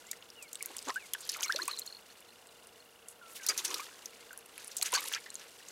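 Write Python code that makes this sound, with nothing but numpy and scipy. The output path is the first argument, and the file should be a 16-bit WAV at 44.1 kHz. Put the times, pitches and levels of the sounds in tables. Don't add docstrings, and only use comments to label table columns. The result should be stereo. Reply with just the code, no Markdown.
import sys
import numpy as np
from scipy import signal
from scipy.fft import rfft, irfft, next_fast_len
from scipy.io import wavfile

SR = 44100
rng = np.random.default_rng(int(sys.argv[2]) if len(sys.argv) > 2 else 0)


def master_out(mix):
    frames = np.transpose(np.atleast_2d(mix))
    ceiling = np.clip(frames, -1, 1)
    pcm = np.round(ceiling * 32767).astype(np.int16)
    wavfile.write(sys.argv[1], SR, pcm)


def nominal_scale(level):
    x = np.asarray(level, float) / 20
    return 10 ** x


N = 251811
T = np.arange(N) / SR

# frequency in Hz, level in dB per Hz.
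AIR_SPECTRUM = [(15, -54), (25, -12), (87, -9), (167, -9.5), (197, -4.5), (349, -7), (470, -2), (651, -2),
                (2270, -12), (2820, -12), (6730, -21), (9330, -16.5), (16500, -22.5)]
# frequency in Hz, likeness from 0 to 1.
AIR_LIKENESS = [(60, 1), (180, 0.97), (550, 0.82), (1650, 0.3), (4970, 0.2), (15000, 1)]
AIR_DB = -61.5
# middle in Hz, width in Hz, level in dB.
DRONE_BANDS = [(465.8, 29.6, -70), (1404, 140, -74.5)]

# time in seconds, level of the spray in dB.
STIR = [(0, -62.5), (.45, -66), (.64, -55), (1.15, -58.5), (1.4, -51), (1.62, -51), (2.0, -63.5),
        (3.17, -68), (3.44, -52.5), (3.53, -48), (3.76, -47), (3.92, -57.5), (4.45, -64), (4.62, -56),
        (4.8, -57), (5.0, -44.5), (5.19, -56), (5.3, -59.5)]
STIR_MID_DB = -55
SLOSH_DB, SLOSH_FOLLOWS, SLOSH_LAG_S = -67.5, 0.75, 0.03
GURGLE_DB, GURGLE_FOLLOWS, GURGLE_LAG_S = -61.5, 1.05, 0.017
# frequency in Hz, level in dB per Hz.
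SPRAY_SPECTRUM = [(1180, -12), (2000, -3.5), (4710, 5), (5380, 3.5), (6250, 5.5), (10500, 4), (15000, -1),
                  (16500, -55)]
TOP_CUT_HZ = 15850

# first pitch in Hz, last pitch in Hz, level in dB.
MOTOR_TICKS = [(2954, 2780, 1.5), (3425, 3600, -2.5), (2560, 2980, 1)]
MOTOR_DB, MOTOR_FIRST_S, MOTOR_PERIOD_S = -57, .0198, 1.001 / 30

# start in seconds, length in seconds, first pitch in Hz, last pitch in Hz, level in dB.
WHISTLES = [
    (0.064, 0.06, 1950, 2400, -52.5),
    (0.361, 0.12, 2980, 2100, -49),
    (0.631, 0.042, 1820, 2400, -52),
    (0.952, 0.111, 3030, 2050, -49),
    (4.2, 0.027, 2120, 2110, -56),
]
# start in seconds, length in seconds, first pitch in Hz, held pitch in Hz, level in dB.
DROP_CALLS = [
    (3.211, .13, 1553, 1340, -47),
    (3.392, 0.093, 1815, 1525, -48),
]
WHISTLE_SWELL, CALL_DROP_S, CALL_FADE_DB_PER_S = 0.3, .012, 82

# start in seconds, peak in dB, brightest pitch in Hz,
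# time to fade by 60 dB in seconds.
SPLATS = [(.0666, -39.5, 7160, .059), (.1146, -21, 7150, 0.012), (.3023, -32.5, 5500, 0.012),
          (.4249, -32.5, 7850, 0.052), (.5319, -25, 7200, .014), (.5552, -22, 8260, .011),
          (.7674, -21, 8600, 0.015), (.7897, -27, 5000, 0.017), (.8265, -26, 8300, 0.0085),
          (.8525, -33, 6270, .025), (.8815, -34, 7066, 0.075), (.8873, -23, 6850, 0.006),
          (.9035, -25.5, 5360, .006), (1.206, -34, 8040, 0.07), (1.2524, -33, 7500, .012),
          (1.2915, -19, 5230, 0.04), (1.2967, -15, 7100, 0.0092), (1.339, -29, 6700, 0.058),
          (1.4077, -21, 6200, 0.013), (1.4298, -21.5, 6800, 0.022), (1.4335, -17, 6540, .045),
          (1.4568, -38, 5790, 0.014), (1.5231, -18, 5560, 0.01), (1.5601, -22, 5740, 0.024),
          (1.6301, -30.5, 6400, .04), (1.6552, -34, 8150, 0.016), (1.679, -16.5, 8650, 0.019),
          (1.7838, -36, 7800, 0.082), (1.789, -20.5, 7550, 0.011), (1.8637, -30.5, 6950, 0.027),
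          (2.4703, -42.5, 8100, 0.024), (3.4321, -33, 6500, 0.11), (3.4645, -23, 5760, 0.05),
                (3.4876, -13, 6370, 0.073), (3.5766, -19, 6270, 0.064), (3.5892, -26, 6400, 0.064),
                (3.6483, -19, 6000, 0.065), (3.679, -25.5, 6060, 0.047), (3.704, -28, 6200, 0.042),
                (3.7422, -20.5, 5500, 0.028), (3.7826, -32, 6450, .025), (3.803, -35, 6350, .025),
                (4.0583, -22.5, 6150, .014), (4.7156, -33, 6200, 0.019), (4.7675, -19, 7830, 0.036),
                (4.7827, -25, 6500, 0.051), (4.8135, -20, 6600, .0098), (4.8219, -24, 11100, .04),
                (4.8593, -20, 6200, 0.054), (4.9205, -23, 9300, 0.03), (4.9373, -17, 7000, 0.049),
                (4.9521, -17.5, 6100, 0.041), (4.959, -21.5, 6630, 0.027), (5.1254, -26, 6150, 0.021),
                (5.133, -24, 6200, 0.04), (5.1486, -18, 5950, 0.0043), (5.3036, -25, 7900, .0091),
                (5.3544, -22.5, 6800, 0.013), (5.395, -38.5, 6060, 0.045), (5.6848, -33.5, 6900, 0.036)]
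# start in seconds, peak in dB, pitch in Hz, time to fade by 60 dB in seconds.
PLOPS = [(.1302, -34.5, 2080, 0.034), (.2246, -39, 2970, 0.021), (.5552, -28, 3500, 0.016),
         (.7661, -32, 3120, 0.0087), (.8838, -25, 1080, 0.019), (.8942, -23.5, 1130, 0.049),
         (.9034, -24.5, 1980, 0.016), (1.1348, -27.5, 3150, 0.052), (1.1486, -28.5, 1650, 0.019),
         (1.2951, -34, 4040, 0.076), (1.3459, -29, 2250, 0.022), (1.4178, -32.5, 1440, 0.023),
         (1.4302, -17.5, 3070, 0.015), (1.5233, -24.5, 3600, 0.024), (1.5601, -21, 3930, 0.048),
         (1.6811, -28, 2600, 0.03), (3.5921, -25.5, 3600, 0.03), (3.7115, -26.5, 2900, 0.032),
         (3.7424, -23, 3930, 0.031), (3.796, -31.5, 2400, 0.055), (4.5788, -33, 2600, 0.017),
         (4.8137, -23, 3300, .013), (4.8244, -16.5, 4090, 0.022), (4.9274, -23, 1046, 0.029),
         (4.9387, -22.5, 2770, 0.055), (4.9476, -23, 1630, 0.11), (4.9766, -23.5, 3830, 0.071),
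         (5.1167, -26.5, 1780, 0.054), (5.1377, -16.5, 3200, 0.01), (5.2606, -33, 1870, 0.067)]
# start in seconds, peak in dB, brightest pitch in Hz.
DRIPS = [(0.6254, -24, 9000), (0.659, -18, 11600), (0.7835, -26.5, 7260), (0.9426, -32, 12000),
         (.9588, -31, 7660), (1.1352, -14, 11200), (1.2748, -30, 10500), (1.3179, -24.5, 10700),
         (1.3687, -25, 10900), (1.423, -21, 11000), (1.4813, -33, 12500), (1.5878, -28, 11500),
         (1.7945, -16.5, 11370), (2.2049, -38.5, 10700), (2.6337, -42, 9200), (2.6709, -34, 9500),
         (3.085, -28, 9700), (4.33, -31.5, 11700), (4.3757, -26.5, 10400), (4.3894, -35, 10700),
         (4.4595, -37, 10600), (4.579, -29, 10300), (4.6452, -27, 9850), (4.6736, -28.5, 9400),
         (4.6785, -27.5, 9200), (4.829, -20, 7400), (5.0063, -22.5, 11500), (5.0403, -25.5, 10400),
         (5.0845, -21, 10300), (5.3423, -30, 9800)]
DRIP_T60_S = 0.016
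# start in seconds, peak in dB, brightest pitch in Hz, time to fade by 60 dB in seconds.
CRACKS = [(.131, -38, 7500, .04), (.2885, -44, 11000, .012), (.4262, -39, 11000, .03),
          (.547, -30, 7600, .008), (.585, -46, 10800, .01), (1.0495, -43, 8310, .01),
          (1.2145, -31, 12000, .01), (1.2518, -33, 11800, .01), (1.339, -31, 10500, .012),
          (1.458, -29, 13000, .01), (1.498, -33, 7900, .012), (1.5145, -37, 9330, .01),
          (1.549, -34, 10500, .01), (1.6305, -35, 10500, .015), (1.654, -31, 13000, .012),
          (1.783, -32, 8200, .01), (1.812, -38, 7500, .02), (1.861, -34, 13000, .02),
          (1.915, -43, 10300, .015), (1.96, -46, 10600, .01), (1.977, -44, 11500, .01),
          (1.988, -43, 10000, .01), (2.009, -43, 9670, .01), (3.331, -41, 10800, .04),
          (3.4875, -19, 9300, .03), (3.5775, -19, 10200, .03), (3.642, -28, 11000, .02),
          (3.6485, -22, 9000, .03), (3.782, -34, 10500, .015), (3.803, -33, 11800, .02),
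          (4.057, -28, 11400, .012), (4.606, -41, 10800, .01), (4.634, -40, 11000, .01),
          (4.797, -34, 14000, .008), (4.8275, -7, 8500, .004), (4.83, -19, 10500, .02),
          (4.883, -29, 10500, .02), (4.905, -37, 9600, .012), (4.9375, -19, 10400, .025),
          (5.031, -30, 9500, .01), (5.067, -29, 11800, .015), (5.0845, -23, 11000, .01),
          (5.125, -30, 13500, .025), (5.44, -42, 8940, .015), (5.577, -43, 10500, .015)]
# start in seconds, peak in dB, brightest pitch in Hz, time to fade by 60 dB in seconds.
SNAPS = [(.1138, -15, 10500, .01), (.5305, -21, 9500, .01), (.6265, -13, 8800, .008),
         (.6595, -21, 13500, .008), (.767, -23, 11000, .01), (.9425, -34, 13500, .01),
         (1.135, -24, 13000, .01), (1.4235, -26, 12500, .008), (1.5228, -28, 11000, .01),
         (1.681, -14, 8800, .008), (3.4647, -17, 10800, .025), (3.7422, -24, 9500, .018),
         (4.768, -22, 11500, .02), (4.9265, -32, 13000, .01)]
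# middle in seconds, half length in seconds, level in dB, low Hz, high Hz.
SURGES = [(0.709, 0.014, -49, 320, 4500), (.886, 0.026, -44, 170, 500), (1.6, .09, -53, 280, 420),
          (3.51, .04, -50, 300, 520), (3.72, .08, -52, 290, 480), (3.6, .04, -51, 800, 1300),
          (3.72, .06, -51, 850, 1400), (1.4, .08, -52, 650, 1500), (1.7, .035, -46, 1000, 5500),
          (1.34, .04, -48, 2500, 5000), (1.24, .035, -51, 3500, 6000), (4.83, .012, -44, 900, 3000),
          (4.965, .025, -39, 3600, 5200), (3.5, .02, -40, 3400, 5200), (.116, .005, -36, 4000, 8000),
          (.889, .03, -39, 550, 2200), (0.883, 0.043, -46.5, 1700, 7860), (5.424, 0.077, -55, 1260, 5000),
          (3.31, 0.051, -56, 5500, 13500), (3.104, 0.04, -55, 6700, 11300),
          (1.446, 0.014, -35.5, 5200, 6600), (3.366, 0.026, -44, 2400, 15000),
          (3.505, 0.028, -38, 1070, 4000), (3.588, 0.026, -42, 1800, 12600),
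          (3.655, 0.015, -34, 2650, 11000), (4.865, 0.037, -38, 1490, 10600),
          (4.937, 0.0091, -38, 390, 1030), (4.96, 0.056, -35.5, 1040, 5100),
          (5.079, 0.013, -39.5, 2500, 12000), (5.147, 0.03, -38.5, 3200, 5700),
          (5.15, 0.05, -40.5, 1360, 3400)]
# start in seconds, peak in dB, first pitch in Hz, last pitch in Hz, length in seconds.
BUBBLES = [(0.608, -34, 2400, 2050, 0.013), (.958, -27.5, 1387, 1780, 0.033),
           (1.443, -36, 2300, 1960, 0.04), (1.458, -42.5, 1035, 1660, 0.04),
           (1.495, -25, 1156, 2070, 0.026), (1.53, -38, 1600, 1730, 0.016), (1.547, -39, 475, 703, 0.039),
           (1.589, -31.5, 1240, 2110, 0.035), (1.593, -41, 936, 1230, 0.054),
           (1.681, -33, 1060, 1250, 0.03), (1.694, -40, 2350, 2500, .012), (3.489, -34, 1300, 1200, .035),
           (3.489, -36, 2150, 2300, .03), (3.487, -30, 7200, 7300, .015), (3.702, -42, 1050, 1170, .025),
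           (.208, -56, 6650, 6650, .015), (4.975, -36, 1050, 1250, .035), (5.162, -38, 1500, 2000, .025),
           (5.179, -42, 2300, 2200, .02), (1.33, -46, 4300, 4300, .02), (1.245, -46, 4600, 4800, .012),
           (1.258, -51, 3300, 3150, 0.023), (1.297, -43.5, 1790, 1870, 0.017),
           (3.362, -59, 2800, 2810, 0.019), (3.758, -41, 1170, 1310, 0.026),
           (3.795, -39.5, 1055, 1350, 0.051), (3.796, -48, 2260, 2600, 0.023),
           (4.308, -41, 1580, 1430, 0.014), (4.331, -47.5, 1410, 1840, 0.025),
           (4.795, -49, 643, 1023, 0.068), (4.949, -24, 4310, 4690, 0.026),
           (1.363, -33.5, 1274, 1520, 0.0064), (5.152, -40, 1240, 1860, 0.03),
           (3.488, -23, 4760, 4860, 0.03), (3.486, -25, 6230, 6250, 0.017)]
# start in seconds, peak in dB, pitch in Hz.
BELL_TICKS = [(.4803, -46, 4240), (1.4606, -40, 4180), (1.4815, -29.5, 4190), (1.5429, -32, 4190),
              (1.6187, -21.5, 4210), (1.6484, -41, 4260), (1.6934, -36, 4330), (1.712, -27, 4180),
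              (1.729, -29, 4170), (1.7344, -32, 3950), (1.7444, -36, 4050), (1.7739, -33, 4180),
              (1.7868, -35, 3980), (1.8178, -32, 4200), (1.8751, -33, 4230), (1.9001, -37, 4260),
              (1.925, -35, 4260), (1.948, -38, 4310), (1.9679, -40, 4290), (2.1016, -46, 4280),
              (2.2862, -49, 4150), (2.3044, -50, 4160), (2.4894, -48, 4000), (2.8025, -46, 4280),
              (3.475, -31, 4190), (5.3009, -42, 4140), (5.3617, -47, 4160)]
# pitch in Hz, level against the tick in dB.
BELL_OVERTONES = [(9500, -30), (13100, -27)]
BELL_T60_S = .027

# delay in seconds, level in dB.
WALL_ECHOES = [(.0019, -22), (.0032, -24), (.0053, -18), (.0087, -19)]
# time in seconds, left minus right in dB.
BUCKET_PAN = [(0, -0.5), (1.9, -2.5), (2.3, 0.5), (5.71, 1)]


def rms_one(x):
    return x / np.sqrt(np.mean(x ** 2) + 1e-20)


def in_time(rows):
    s, *columns = np.transpose(rows)
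    return [np.interp(T, s, column) for column in columns]


def at_hz(points, hz):
    points_hz, points_db = np.transpose(points)
    return np.interp(np.log(np.maximum(hz, 1)), np.log(points_hz), points_db)


def coloured(x, spectrum):
    size = next_fast_len(N)
    hz = np.arange(size // 2 + 1) * SR / size
    gain = nominal_scale(at_hz(spectrum, hz)) * (hz < TOP_CUT_HZ)
    return rms_one(irfft(rfft(x, size) * gain, size)[:N])


def band(x, low_hz, high_hz):
    edges = [low_hz, min(high_hz, SR * .45)]
    return signal.sosfilt(signal.butter(2, edges, "band", fs=SR, output="sos"), x)


def drift(rate):
    knots = np.arange(0, N / SR + 1, .5 / rate)
    return np.interp(T, knots, rng.standard_normal(len(knots)))


def sweep(hz):
    return np.sin(2 * np.pi * np.cumsum(hz) / SR)


def ring(clicks, hz, t60):
    r, w = nominal_scale(-60 / (t60 * SR)), 2 * np.pi * hz / SR
    return signal.lfilter([0, np.sin(w)], [1, -2 * r * np.cos(w), r * r], clicks + 1e-18)


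def add(out, s, piece):
    at = round(s * SR)
    out[at:at + len(piece)] += piece[:N - at]


def grains(per_s, spread_db, low_hz, high_hz, cycles):
    sizes = nominal_scale(spread_db * np.minimum(rng.exponential(1, N), 4)) * rng.choice([-1, 1], N)
    clicks = sizes * (rng.random(N) < per_s / SR)
    dealt = rng.integers(0, 16, N)
    pitches = np.geomspace(low_hz, high_hz, num=16)
    rings = sum(ring(clicks * (dealt == k), hz, cycles / hz) for k, hz in enumerate(pitches))
    return rms_one(band(rings, low_hz * 0.88, 17000))


def air():
    hz, likeness = np.transpose(AIR_LIKENESS)
    likeness = np.clip(likeness, 0, .99)
    apart_db = 10 * np.log10((1 - likeness) / (1 + likeness))
    side_spectrum = [(f, db + np.interp(f, hz, apart_db)) for f, db in AIR_SPECTRUM]
    mid = coloured(rng.standard_normal(N), AIR_SPECTRUM)
    side = coloured(rng.standard_normal(N), side_spectrum)
    return nominal_scale(AIR_DB + 0.69 * drift(2.4)) * (mid + nominal_scale(-4.0) * side * [[1], [-1]])


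def drone():
    out = np.zeros(N)
    for hz, width, db in DRONE_BANDS:
        out += nominal_scale(db) * rms_one(band(rng.standard_normal(N), hz - width / 2, hz + width / 2))
    return out


def churn():
    spray_db, = in_time(STIR)
    swing = spray_db - STIR_MID_DB
    slosh_db = SLOSH_DB + SLOSH_FOLLOWS * np.interp(T - SLOSH_LAG_S, T, swing)
    gurgle_db = GURGLE_DB + GURGLE_FOLLOWS * np.interp(T - GURGLE_LAG_S, T, swing)
    slosh = rms_one(band(band(rng.standard_normal(N), 280, 560), 280, 560))
    gurgle = band(grains(500, 2.8, 850, 2600, 24.0), 800, 9000)
    mist = grains(5000, 2.4, 2140, 16300, 9.5) + 0.45 * rng.standard_normal(N)
    spray = nominal_scale(3.6 * drift(60) - .6) * coloured(mist, SPRAY_SPECTRUM)
    droplets = nominal_scale(-5) * grains(220, 3.0, 1600, 9000, 30.0)
    specks = nominal_scale(-22) * grains(70, 3.0, 8500, 15000, 9.0)
    fizz = nominal_scale(-77) * grains(36, 2.0, 8000, 12000, 14.0)
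    low = nominal_scale(slosh_db + 1.0 * drift(25)) * slosh + nominal_scale(gurgle_db + 2.2 * drift(30)) * gurgle
    return low + nominal_scale(spray_db) * (spray + droplets + specks) + fizz


def motor():
    out, u = np.zeros(N), np.linspace(0, 1, num=360)
    steady, overtone, gliding = [nominal_scale(db) * np.hanning(len(u)) * sweep(first_hz + (last_hz - first_hz) * u)
                                 for first_hz, last_hz, db in MOTOR_TICKS]
    times = np.arange(MOTOR_FIRST_S, N / SR, MOTOR_PERIOD_S)
    chances_db = rng.normal(0, 1.0, (len(times), 2))
    for k, (s, (whole_db, top_db)) in enumerate(zip(times, chances_db)):
        tick = gliding if k % 2 else steady + nominal_scale(top_db) * overtone
        add(out, s, nominal_scale(MOTOR_DB + whole_db) * tick)
    return out


def birds():
    out, flutter = np.zeros(N), nominal_scale(1.7 * drift(60))
    for s, length, first_hz, last_hz, db in WHISTLES:
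        u = np.arange(round(length * SR)) / (length * SR)
        hz = first_hz + (last_hz - first_hz) * (u + np.sin(np.pi * u / 2) ** 2) / 2
        add(out, s, nominal_scale(db - 4.5) * np.sin(np.pi * u) ** WHISTLE_SWELL * sweep(hz))
    for s, length, first_hz, held_hz, db in DROP_CALLS:
        t = T[:round(length * SR)]
        hz = held_hz + (first_hz - held_hz) * np.exp(-t / CALL_DROP_S)
        ends = np.clip(np.minimum(t, length - t) / 0.005, 0, 1)
        add(out, s, ends * nominal_scale(db - 3.5 - CALL_FADE_DB_PER_S * t) * sweep(hz))
    return out * flutter


def slaps(table, wide_low_hz, wide_high_hz, narrow, wide_share):
    out, t = np.zeros(N), T[:SR // 10]
    noises = rng.standard_normal((len(table), len(t)))
    for (s, db, hz, t60), noise in zip(table, noises):
        crack = noise * nominal_scale(-60 * t / np.clip(t60, .004, .1))
        crack[0] += 0.098 / t60
        tuned = band(crack, hz / narrow, hz * narrow)
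        low_hz = max(wide_low_hz, 0.52 * hz)
        wide = band(band(crack, low_hz, 17300), low_hz, wide_high_hz)
        both = tuned / np.abs(tuned).max() + wide_share * wide / np.abs(wide).max()
        add(out, s, nominal_scale(db - 3.0) * both / np.abs(both).max())
    return out


def surges():
    out = np.zeros(N)
    hiss = .5 * rng.standard_normal(N) * nominal_scale(3.0 * drift(300))
    crowd = grains(3500, 2.5, 280, 13000, 11.0) + hiss
    for s, half, db, low_hz, high_hz in SURGES:
        at, size = round((s - half) * SR), round(2 * half * SR)
        burst = band(band(crowd[at:at + size], low_hz, 19500), low_hz, high_hz)
        add(out, at / SR, nominal_scale(db) * np.hanning(size) * rms_one(burst))
    return out


def bubbles():
    out, wobble_db, waver = np.zeros(N), 3.5 * drift(170), 0.028 * drift(140)
    for s, db, first_hz, last_hz, length in BUBBLES:
        at, u = round(s * SR), np.arange(round(length * SR)) / (length * SR)
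        hz = (first_hz + (last_hz - first_hz) * u ** 0.7) * (1 + waver[at:at + len(u)])
        ends = np.minimum(1, 25 * u) * np.minimum(1, 5 * (1 - u))
        add(out, s, nominal_scale(db - 16.7 * u + wobble_db[at:at + len(u)]) * ends * sweep(hz))
    return out


def bell():
    out, t, rattle = np.zeros(N), T[:SR // 20], nominal_scale(2.1 * drift(200))
    for (s, db, tick_hz), top_db in zip(BELL_TICKS, rng.normal(0, 1, len(BELL_TICKS))):
        tone = np.sin(2 * np.pi * tick_hz * t)
        for hz, over_db in BELL_OVERTONES:
            tone = tone + nominal_scale(over_db + 4.4 * top_db) * np.sin(2 * np.pi * hz * t)
        onset = np.minimum(t / 0.00093, 1)
        add(out, s, nominal_scale(db - 60 * t / BELL_T60_S) * onset * tone)
    return out * rattle


def bucket(x):
    out = np.stack([x, x])
    for k, (lag_s, db) in enumerate(WALL_ECHOES):
        for side in (0, 1):
            lag = round(lag_s * SR) + 5 * ((k + side) % 2)
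            add(out[side], lag / SR, (-1) ** k * nominal_scale(db) * x)
    return out


def dulled(x):
    return signal.sosfilt(signal.ellip(10, .5, 60, TOP_CUT_HZ, fs=SR, output="sos"), x)


def scene():
    far = air() + drone() + motor() + birds() * nominal_scale([[1.5], [-1.5]])
    drips = [(s, db, hz, DRIP_T60_S) for s, db, hz in DRIPS]
    splats = slaps(SPLATS + drips, 2570, 10600, 1.113, 1.0)
    plops = slaps(PLOPS, 930, 4300, 1.1, 1.0)
    cracks = slaps(CRACKS, 5000, 16500, 1.2, 0.8)
    snaps = slaps(SNAPS, 5000, 18000, 1.3, 1.2)
    water = bucket(churn() + surges() + splats + plops + bell()) + bubbles()
    near = dulled(water + bucket(cracks)) + bucket(snaps)
    pan_db, = in_time(BUCKET_PAN)
    return near * nominal_scale(pan_db / 2 * [[1], [-1]]) + far


def low_pass(x):
    return signal.sosfilt(signal.butter(12, 17000, fs=SR, output="sos"), x)


def record(dry):
    steady = signal.sosfilt(signal.butter(2, 45, "high", fs=SR, output="sos"), dry)
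    steady = signal.sosfilt(signal.cheby2(10, 50, 17000, fs=SR, output="sos"), steady)
    return low_pass(steady)


dry = scene()
out = record(dry)
master_out(out)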